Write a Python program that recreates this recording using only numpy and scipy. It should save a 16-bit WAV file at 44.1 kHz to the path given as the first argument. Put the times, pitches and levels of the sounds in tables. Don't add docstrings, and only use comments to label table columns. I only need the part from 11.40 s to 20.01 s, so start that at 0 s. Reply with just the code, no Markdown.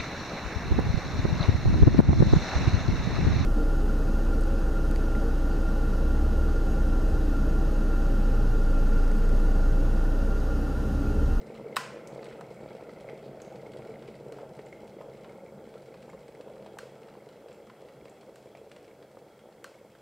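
import sys
import numpy as np
from scipy import signal
from scipy.fft import rfft, irfft
from scipy.io import wavfile

SR = 44100
rng = np.random.default_rng(int(sys.argv[2]) if len(sys.argv) > 2 else 0)


def waveform_to_disk(signal):
    frames = np.transpose(np.atleast_2d(signal))
    scaled = np.clip(frames, -1, 1) * 32767
    samples = np.round(scaled).astype(np.int16)
    wavfile.write(sys.argv[1], SR, samples)


N = 379701
T = np.arange(N) / SR


def amp(db):
    return 10 ** (np.asarray(db) / 20)


def unit(x):
    return x / np.sqrt(np.mean(x ** 2) + 1e-20)


def peaked(x):
    return x / abs(x).max()


def read(points, hz):
    f, value = np.transpose(points)
    return np.interp(np.log(hz + 1), np.log(f + 1), value)


def add(mix, start_s, sound):
    part = mix[max(round(start_s * SR), 0):][:len(sound)]
    part += sound[:len(part)]


def colour(x, spectrum, tilt_db=0, size=4096):
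    hz = abs(np.fft.fftfreq(size, 1 / SR))
    level_db = read(spectrum, hz) + tilt_db * np.log2(hz / 1000 + .1)
    log_gain = np.log(amp(level_db))
    response = np.fft.ifft(np.exp(np.conj(signal.hilbert(log_gain)))).real
    return signal.oaconvolve(x, response[:size // 2])[:len(x)]


def ring(modes, size=22050):
    t = T[:size]
    out = np.zeros(size)
    for pitch_hz, fade_s, level_db in modes:
        fade = np.exp(-np.log(1000) * t / fade_s)
        out += amp(level_db) * fade * np.sin(2 * np.pi * pitch_hz * t)
    return out


def blows(per_s, spread_db, limit):
    when, sign, chance = rng.random((int(per_s * N / SR), 3)).T
    strength_db = spread_db * np.minimum(-np.log(1 - chance), limit)
    push = np.sign(sign - .5) * amp(strength_db)
    return np.bincount((when * N).astype(int), push, N)


def surge(depth_db, clump_s):
    knots = rng.standard_normal(2000)
    wander = np.interp(T / clump_s, np.arange(len(knots)), knots)
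    return unit(amp(depth_db * np.tanh(wander)))


def burst(decay_s, scatter, size=2048):
    scattered = scatter * rng.standard_normal(size) * np.exp(-T[:size] / decay_s)
    x = scattered + signal.unit_impulse(size)
    return x / np.linalg.norm(x)


def bubble(hz, cycles, glide, size=2048):
    u = T[:size] * hz / cycles
    pitch_hz = hz * (1 + glide * np.tanh(u - 1))
    return u * np.exp(1 - u) * np.sin(2 * np.pi * np.cumsum(pitch_hz) / SR)


SWITCH_OFF_S = 0.35


def cooling(hold_s, fade_db_per_s):
    return amp(-fade_db_per_s * np.maximum(T - SWITCH_OFF_S - hold_s, 0))


BOIL_DB, BOIL_HOLD_S, BOIL_FADE_DB_PER_S = -46.5, 1.59, 1.47
# (pitch_hz, level_db)
BODY_COLOUR = [(200, -38), (262, -19), (290, -4), (318, -6.5), (355, -1.5), (455, -1), (485, -1.5),
               (520, 2.5), (600, -4.5), (720, -8.5), (800, -9.5), (875, -10.5), (1000, -23), (1500, -23.5),
               (3000, -63)]


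def crowd():
    collapses = blows(800, 3.14, 2.9) * surge(2.5, clump_s=.055)
    bubbles = colour(collapses, BODY_COLOUR)
    in_room = unit(bubbles + amp(-8.0) * kitchen(bubbles))
    return amp(BOIL_DB) * cooling(BOIL_HOLD_S, BOIL_FADE_DB_PER_S) * in_room


UPPER_HZ, UPPER_DB = 860, -18
# (start_s, level_db, pitch_hz)
LARGE_BUBBLES = [(0.101, -32.5, 420), (.197, -30, 525), (.212, -29.5, 440), (.261, -31.5, 424),
                 (.326, -34, 480), (.466, -44, 484), (0.561, -33, 430), (0.57, -36.5, 480),
                 (.589, -39, 486), (0.731, -32, 497), (0.76, -30.5, 520), (0.779, -30, 515),
                 (.791, -34, 447), (.828, -35, 474), (.882, -35, 454), (1.11, -33, 470), (1.232, -35, 405),
                 (1.26, -32, 510), (1.316, -37, 465), (1.424, -36.5, 536), (1.494, -40, 540),
                 (1.574, -36, 425), (1.732, -31.5, 453), (1.863, -37, 480), (2.067, -44, 476),
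                 (2.232, -37, 505), (2.344, -36, 433), (2.363, -32, 516), (2.393, -30.5, 480),
                 (2.492, -30, 448), (2.619, -38, 470), (2.666, -38, 487), (2.685, -34, 430),
                 (2.808, -35.5, 473), (2.864, -34.5, 450), (2.922, -34, 452), (3.031, -33, 546),
                 (3.192, -34, 448), (3.267, -37.5, 486), (3.432, -35.5, 494), (3.453, -39, 483),
                 (3.567, -35, 403), (3.588, -36, 537), (3.606, -33.5, 526), (3.702, -42, 480),
                 (3.746, -38.5, 462), (4.035, -38, 503), (4.051, -41, 465), (4.087, -40, 484),
                 (4.122, -40, 460), (4.176, -42, 527), (4.233, -47, 490), (4.273, -34.5, 440),
                 (4.355, -35, 495), (4.558, -41, 470), (4.679, -37, 447), (4.747, -35.5, 506),
                 (4.89, -36.5, 510), (5.003, -33.5, 514), (5.073, -36.5, 490), (5.103, -36.5, 555),
                 (5.207, -39.5, 446), (5.229, -40, 500), (5.262, -37, 670), (5.275, -38, 477),
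                 (5.431, -36.5, 465), (5.457, -39, 567), (5.493, -41, 410), (5.822, -41, 557),
                 (5.868, -41, 480), (6.098, -37.5, 514), (6.112, -40, 486), (6.424, -37, 564),
                 (6.45, -43, 514), (6.624, -40.5, 390), (6.656, -39.5, 497), (6.876, -40, 493),
                 (6.893, -40, 503), (7.028, -41, 534), (7.058, -36.5, 505), (7.15, -37, 626),
                 (7.215, -39, 454), (7.272, -41, 494), (7.369, -40.5, 513), (7.532, -44, 490),
                 (7.748, -41, 530), (7.771, -37.5, 500), (8.057, -39.5, 560), (8.088, -41, 528),
                 (8.316, -46, 461), (8.352, -43.5, 524), (8.413, -41, 477), (8.448, -40.5, 507)]


def thumps():
    large = np.zeros(N)
    for start_s, level_db, pitch_hz in LARGE_BUBBLES:
        low = bubble(pitch_hz, 0.73, 0.014)
        high = amp(UPPER_DB) * bubble(UPPER_HZ, 1.2, 0)
        add(large, start_s, -amp(level_db) * (low + high))
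    return amp(-0.5) * (large + amp(-9.5) * kitchen(large))


CHURN_DB, CHURN_HOLD_S, CHURN_FADE_DB_PER_S = -52, 1.9, 2
# (pitch_hz, level_db)
CHURN_COLOUR = [(20, -30), (35, -21.5), (52, -14.5), (96, -16.5), (120, -8), (135, 1.5), (152, -5),
                (175, -6), (207, -0.5), (235, -3), (268, -28), (400, -21.5), (1000, -65)]


def churning():
    pushes = blows(900, 1.16, 2.1) * surge(2.6, clump_s=.09)
    churn = unit(colour(pushes, CHURN_COLOUR))
    return amp(CHURN_DB) * cooling(CHURN_HOLD_S, CHURN_FADE_DB_PER_S) * churn


# (pitch_hz, swelling_cycles, level_db)
SPOUT_NOTES = [(1339, 6.2, -2.5), (2050, 1.6, 3), (2130, 3.8, 3), (2570, 2.6, -6.5)]


def pops(detune=0.041, count=5):
    out = np.zeros(N)
    for pitch_hz, cycles, level_db in SPOUT_NOTES:
        for shift in 1 + detune * np.linspace(-1, 1, count):
            note = bubble(pitch_hz * shift, cycles, 0.018)
            out += amp(level_db) * signal.oaconvolve(blows(16, 5.3, 2.1), note)[:N]
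    return out


# (pitch_hz, level_db)
SPRAY_COLOUR = [(500, -11.5), (1000, 2.5), (1700, -0.5), (2600, 0.5), (3600, -3.5), (4400, -2.5),
                (5300, -8), (6200, -13.5), (7000, -14), (8000, -9), (9000, -15), (10500, -22),
                (16000, -46.5)]


def spray(count=24):
    out = np.zeros(N)
    for hz in np.geomspace(900, 10000, count):
        blip = signal.fftconvolve(bubble(hz, 0.44, 0.051, size=512), burst(0.007, 0.087, size=512))
        blip *= np.sqrt(hz) / np.linalg.norm(blip)
        out += signal.oaconvolve(blows(24, 6.5, 3.47), blip)[:N]
    return colour(out, SPRAY_COLOUR)


def prickle():
    impacts = signal.oaconvolve(blows(80, 9.0, 2.4), burst(0.0029, 0.25))[:N]
    return colour(colour(impacts, SPRAY_COLOUR), [(800, -6.5), (3000, 4.0)])


SURFACE_HOLD_S, SURFACE_FADE_DB_PER_S = 0.13, 1.43


def surface():
    activity = cooling(SURFACE_HOLD_S, SURFACE_FADE_DB_PER_S)
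    clumps = activity * surge(1.9, clump_s=.06)
    popping = amp(-64.5) * clumps * unit(pops())
    fizz = amp(-69.5) * clumps * unit(spray())
    prickling = amp(-74) * activity ** 0.42 * unit(prickle())
    into_room = amp(-7) * popping + amp(-3.5) * (fizz + prickling)
    return popping + fizz + prickling + kitchen(into_room)


# (start_s, level_db, pitch_hz, swelling_cycles)
SINGLE_BURSTS = [(.174, -51, 2060, 5.2), (0.326, -49.5, 2130, 6.6), (.674, -44.5, 6640, 1.2),
                 (.792, -49.5, 2120, 2.6), (.866, -48.5, 2120, 3), (.924, -55, 2030, 3),
                 (1.0105, -39.5, 940, 0.6), (1.307, -46, 840, 1.3), (1.408, -44, 865, 1.5),
                 (1.493, -53, 1290, 2.3), (1.494, -51, 2030, 3), (1.753, -56, 2290, 3),
                 (2.224, -56, 2125, 3), (2.507, -56, 2233, 3), (2.557, -52, 2080, 3), (2.742, -54, 2110, 3),
                 (3.343, -60, 2100, 3), (3.75, -54, 2140, 2.6), (1.6882, -42, 2140, 2.2),
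                 (2.0185, -45, 6600, 1.7), (2.2619, -50, 2150, 5.4), (2.5402, -50.5, 2100, 2.2),
                 (2.421, -50, 2280, 1.5), (2.9859, -41.5, 900, 1.5), (2.686, -53, 2350, .9),
                 (3.192, -45, 2060, 0.97), (3.262, -55, 7400, 2.4), (3.266, -51, 2140, 2.9),
                 (3.327, -44, 2135, 4.5), (3.6115, -41.5, 1020, 0.72), (3.8932, -49.5, 2130, 3.9),
                 (3.911, -49, 900, 1.1), (4.062, -54, 2230, 2.7), (4.6933, -46.5, 1090, 0.49),
                 (4.6988, -51.5, 2140, 4.6), (4.6993, -57, 7300, 4), (4.733, -45, 920, 0.64),
                 (4.95, -53, 2130, 3), (5.081, -49, 890, 1.4), (5.166, -51, 990, 0.87),
                 (5.371, -41, 820, 1.1), (5.753, -47, 920, 0.63), (6.1291, -58, 7640, 3.5),
                 (6.273, -52, 1180, 0.9), (6.612, -55.5, 2243, 3), (6.681, -60, 2200, 3),
                 (7.07, -59, 2280, 3), (7.316, -47, 2500, 1.1), (7.512, -57, 2230, 3),
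                 (6.697, -54.5, 7600, 1.7), (6.83, -49.5, 1100, 0.86), (7.1517, -48.5, 2290, 1.9),
                 (7.18, -59, 2500, 1.8), (7.771, -49.5, 1030, 0.46), (8.342, -58, 2190, 3.4),
                 (8.377, -59, 954, 1.1), (8.386, -62, 2174, 4), (8.551, -51.5, 1560, 0.9)]


def plinks():
    notes, splashes = np.zeros((2, N))
    for start_s, level_db, hz, cycles in SINGLE_BURSTS:
        around_note = [(hz / 3, -22), (hz * 0.31, -10), (hz, 0), (hz * 2, -14), (hz * 6, -40)]
        splash = colour(burst(0.006, 0.2), around_note)
        add(notes, start_s, amp(level_db) * bubble(hz, cycles, 0.0049))
        add(splashes, start_s, amp(level_db) * peaked(splash))
    out = colour(notes + amp(-1.5) * splashes, [(4000, 1), (8000, 3), (12000, -1)])
    return out + kitchen(colour(out, [(2200, -10), (6500, -4.0)]))


# (start_s, level_db, brightness_db_per_octave)
STEEL_TICKS = [(0.1513, -44, -5.5), (.674, -53, 6), (.748, -50, 3), (0.8287, -43, -4.5), (0.8437, -48, 5.5),
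               (0.856, -46, -4), (.912, -39, -10.5), (0.9265, -45, -6.5), (1.085, -55, -4), (1.114, -61, 6),
               (1.367, -50.5, -1), (1.777, -49.5, 1), (2.049, -54, -2), (2.483, -58, -2),
               (1.6077, -51.5, 4), (1.6974, -41.5, -3), (1.828, -55, 0), (2.0017, -45, -4.5),
               (2.0185, -53, 3), (2.159, -49, 0), (2.319, -50.5, 2), (2.3355, -46.5, -2.5),
               (2.3714, -50.5, 2.5), (2.4497, -49, -3), (2.624, -49, -1), (2.678, -46.5, 0),
               (2.686, -55, -3), (3.1683, -54, 5), (3.19, -52, 1), (3.3249, -57, -7), (3.4775, -52, 5),
               (3.845, -45.5, -6), (3.898, -60, 15), (3.976, -60, 7), (4.2914, -56, 4), (4.34, -49.5, -3),
               (4.3797, -55, 3.5), (4.421, -57, 6), (4.542, -46.5, -4.5), (4.6265, -49, 0.5),
               (4.8816, -51, 2), (5.01, -47.5, 0), (5.2252, -49.5, -3), (5.262, -45.5, -3.5),
               (5.6323, -47.5, -3), (5.739, -56, -2), (5.933, -56, -5), (5.6851, -46.5, -6),
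               (5.8895, -48.5, -1), (6.085, -50.5, 0), (6.118, -47.5, -5.5), (6.298, -47, -6.5),
               (6.417, -58, 4), (6.682, -54, -1), (6.4868, -47, -2.5), (6.6552, -48, -3),
               (6.8108, -51, 1.5), (7.316, -48.5, 0), (7.3637, -44.5, -1.5), (7.445, -54, -3),
               (7.4803, -50, -4), (7.6262, -47.5, -4), (7.715, -56, 1), (7.789, -57, 1),
               (7.8846, -55.5, -1), (7.9923, -51.5, -1), (8.126, -57, -1)]


def ticks():
    out = np.zeros(N)
    for start_s, level_db, tilt_db in STEEL_TICKS:
        tick = colour(burst(0.0052, 0.14), SPRAY_COLOUR, tilt_db)
        add(out, start_s, amp(level_db) * peaked(tick))
    out = colour(out, [(200, -26.5), (1200, 5.0)])
    return out + amp(-4.5) * kitchen(out)


def rattle(decay_s, size=2048):
    z = rfft(rng.standard_normal(size) * np.exp(-T[:size] / decay_s))
    x = irfft(z / abs(z))[:size // 2]
    return x / np.linalg.norm(x)


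KNOCK_LAG_S = 0.00179
# (pitch_hz, level_db)
TAIL_COLOUR = [(300, -25), (700, -6), (1050, 5), (1300, 2.5), (1550, 4.5), (2100, -1.5), (2600, -0.5),
               (3200, -4.5), (4000, -7), (5000, -4), (6000, -9), (7300, -9), (8700, -10), (10500, -18.5),
               (14000, -20)]
# (delay_s, level_db)
SNAP_ECHOES = [(.0075, -17), (0.041, -34)]


def snaps(rows, spectrum, body, ringing, chatter_s, knock_room_db, tail_tilt_db):
    near, into_room = np.zeros((2, N))
    for start_s, crack_db, tilt_db, knock_db, ring_db, room_db in rows:
        soft_start = 1 - np.exp(-T[:22050] / .001)
        knock = amp(knock_db) * peaked(ring(body) * soft_start)
        crack = amp(crack_db) * colour(rattle(chatter_s), spectrum, tilt_db)
        add(near, start_s, crack)
        add(near, start_s + KNOCK_LAG_S, knock + amp(ring_db) * ring(ringing))
        tail = colour(signal.unit_impulse(2048), TAIL_COLOUR, tilt_db + tail_tilt_db)
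        add(into_room, start_s, amp(room_db) * tail)
        add(into_room, start_s + KNOCK_LAG_S, amp(knock_room_db) * knock)
    out = near + kitchen(into_room)
    for delay_s, level_db in SNAP_ECHOES:
        add(out, delay_s, amp(level_db) * near)
    return out


# (start_s, crack_db, brightness_db_per_octave, knock_db, ring_db, room_db)
SWITCH_SNAPS = [(0.3605, -15, 0, -42, -66, -12), (0.3662, -2.5, -0.25, -17, -41.5, 0.5)]
# (pitch_hz, level_db)
CRACK_COLOUR = [(300, -37), (900, -4), (1400, 9), (2000, 8), (2250, 2), (2700, 11), (3050, 4), (3400, -6),
                (3750, 9.5), (4000, 10), (4250, -1), (4700, -3), (5000, 7), (5500, -1), (6200, -15),
                (7200, -3.5), (8400, 4.5), (9200, -8.5), (12500, -8), (16000, -14)]
# (pitch_hz, fade_s, level_db)
HOUSING_NOTES = [(860, 0.025, -7), (1120, 0.023, 8), (1270, 0.022, 5), (1490, 0.032, 0), (1830, 0.025, 0),
                 (2690, 0.022, -9)]
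# (pitch_hz, fade_s, level_db)
WALL_NOTES = [(1000, 0.42, 0), (1040, 0.4, 0), (1480, 0.28, -13), (1715, 0.38, -13), (1975, 0.41, -5),
              (2520, .3, -18), (2675, 0.29, -20)]


def switch():
    return snaps(SWITCH_SNAPS, CRACK_COLOUR, HOUSING_NOTES, WALL_NOTES,
                 chatter_s=0.0026, knock_room_db=-23, tail_tilt_db=0)


# (start_s, crack_db, brightness_db_per_octave, knock_db, ring_db, room_db)
COOLING_CLICKS = [(1.0098, -30, -1, -43, -70, -32), (2.9227, -28, -1, -47.5, -68, -24.5),
                  (5.3864, -23.5, 0.5, -32.5, -55, -18), (6.9576, -36.5, 1, -50, -74, -28.5),
                  (8.2429, -23.5, 0.5, -33.5, -56, -21)]
# (pitch_hz, level_db)
CLICK_COLOUR = [(300, -43), (900, -25), (1300, -5), (2050, 10), (2300, 6.5), (2900, 10), (3450, -1),
                (4150, 8.5), (4700, -2), (5600, 1), (6300, 0.5), (7600, 4), (8300, 5), (9200, -3.5),
                (12500, -6.5), (16000, -15)]
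# (pitch_hz, fade_s, level_db)
SHELL_NOTES = [(1170, 0.026, 1), (1290, 0.018, 6), (1530, 0.015, 13.5), (1750, 0.024, 0), (2030, 0.02, -5)]
# (pitch_hz, fade_s, level_db)
PLATE_NOTES = [(1340, 0.27, -2), (1433, 0.2, 0), (4180, 0.17, -6), (4240, 0.18, -4.5), (4680, 0.09, -10),
               (5800, 0.12, -7)]


def cooling_clicks():
    return snaps(COOLING_CLICKS, CLICK_COLOUR, SHELL_NOTES, PLATE_NOTES,
                 chatter_s=0.0015, knock_room_db=-19.5, tail_tilt_db=0.6)


STEAM_DB, STEAM_RISE_DB_PER_S, STEAM_FULL_S = -76, 0.5, 6.5


def steam(hz=3300, width_hz=230):
    note = signal.oaconvolve(rng.standard_normal(N), ring([(hz, 2.7 / width_hz, 0)]))[:N]
    level_db = STEAM_DB - STEAM_RISE_DB_PER_S * np.maximum(STEAM_FULL_S - T, 0)
    return amp(level_db) * surge(3.9, clump_s=0.072) * unit(note)


# (pitch_hz, fade_s)
KITCHEN_FADE = [(150, 0.24), (600, 1), (1300, 0.6), (2500, 0.74), (4000, 0.52), (8000, 0.5), (15000, 0.24)]


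def kitchen(x, size=30000):
    hz, t, z = signal.stft(rng.standard_normal(size), SR, nperseg=256)
    fade = np.exp(-np.log(1000) * t / read(KITCHEN_FADE, hz)[:, None])
    tail = signal.istft(z * fade, SR, nperseg=256)[1]
    tail *= 1 - np.exp(-(T[:len(tail)] / 0.0013) ** 2)
    return signal.oaconvolve(x, tail / np.linalg.norm(tail))[:N]


# (pitch_hz, level_db)
STILL_COLOUR = [(20, -4), (100, 23.5), (500, 20), (1000, 14.5), (2000, 8.5), (3000, -4.5), (4500, 2),
                (6200, -2), (8000, 0), (10000, -6), (13000, -7), (16000, -9.5)]


def still_room():
    return amp(-63.5) * unit(colour(rng.standard_normal(N), STILL_COLOUR))


def scene():
    boil = crowd() + thumps() + churning()
    bursts = surface() + plinks() + ticks()
    mono = boil + bursts + switch() + cooling_clicks() + steam() + still_room()
    return np.array([mono, mono])


EDGE_HZ = 15800
# (pitch_hz, level_db)
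HISS_COLOUR = [(20, 10), (80, 6), (130, -5), (450, -22), (1000, -21), (2500, -4), (5000, 6.5), (16000, 6)]


def record(dry):
    noises = rng.standard_normal((2, N))
    hiss = amp(-74.0) * unit(np.array([colour(noise, HISS_COLOUR) for noise in noises]))
    edge = signal.firwin(511, EDGE_HZ, window=("kaiser", 9), fs=SR)
    return signal.oaconvolve(dry + hiss, edge[None], "same")


dry = scene()
out = record(dry)
waveform_to_disk(out)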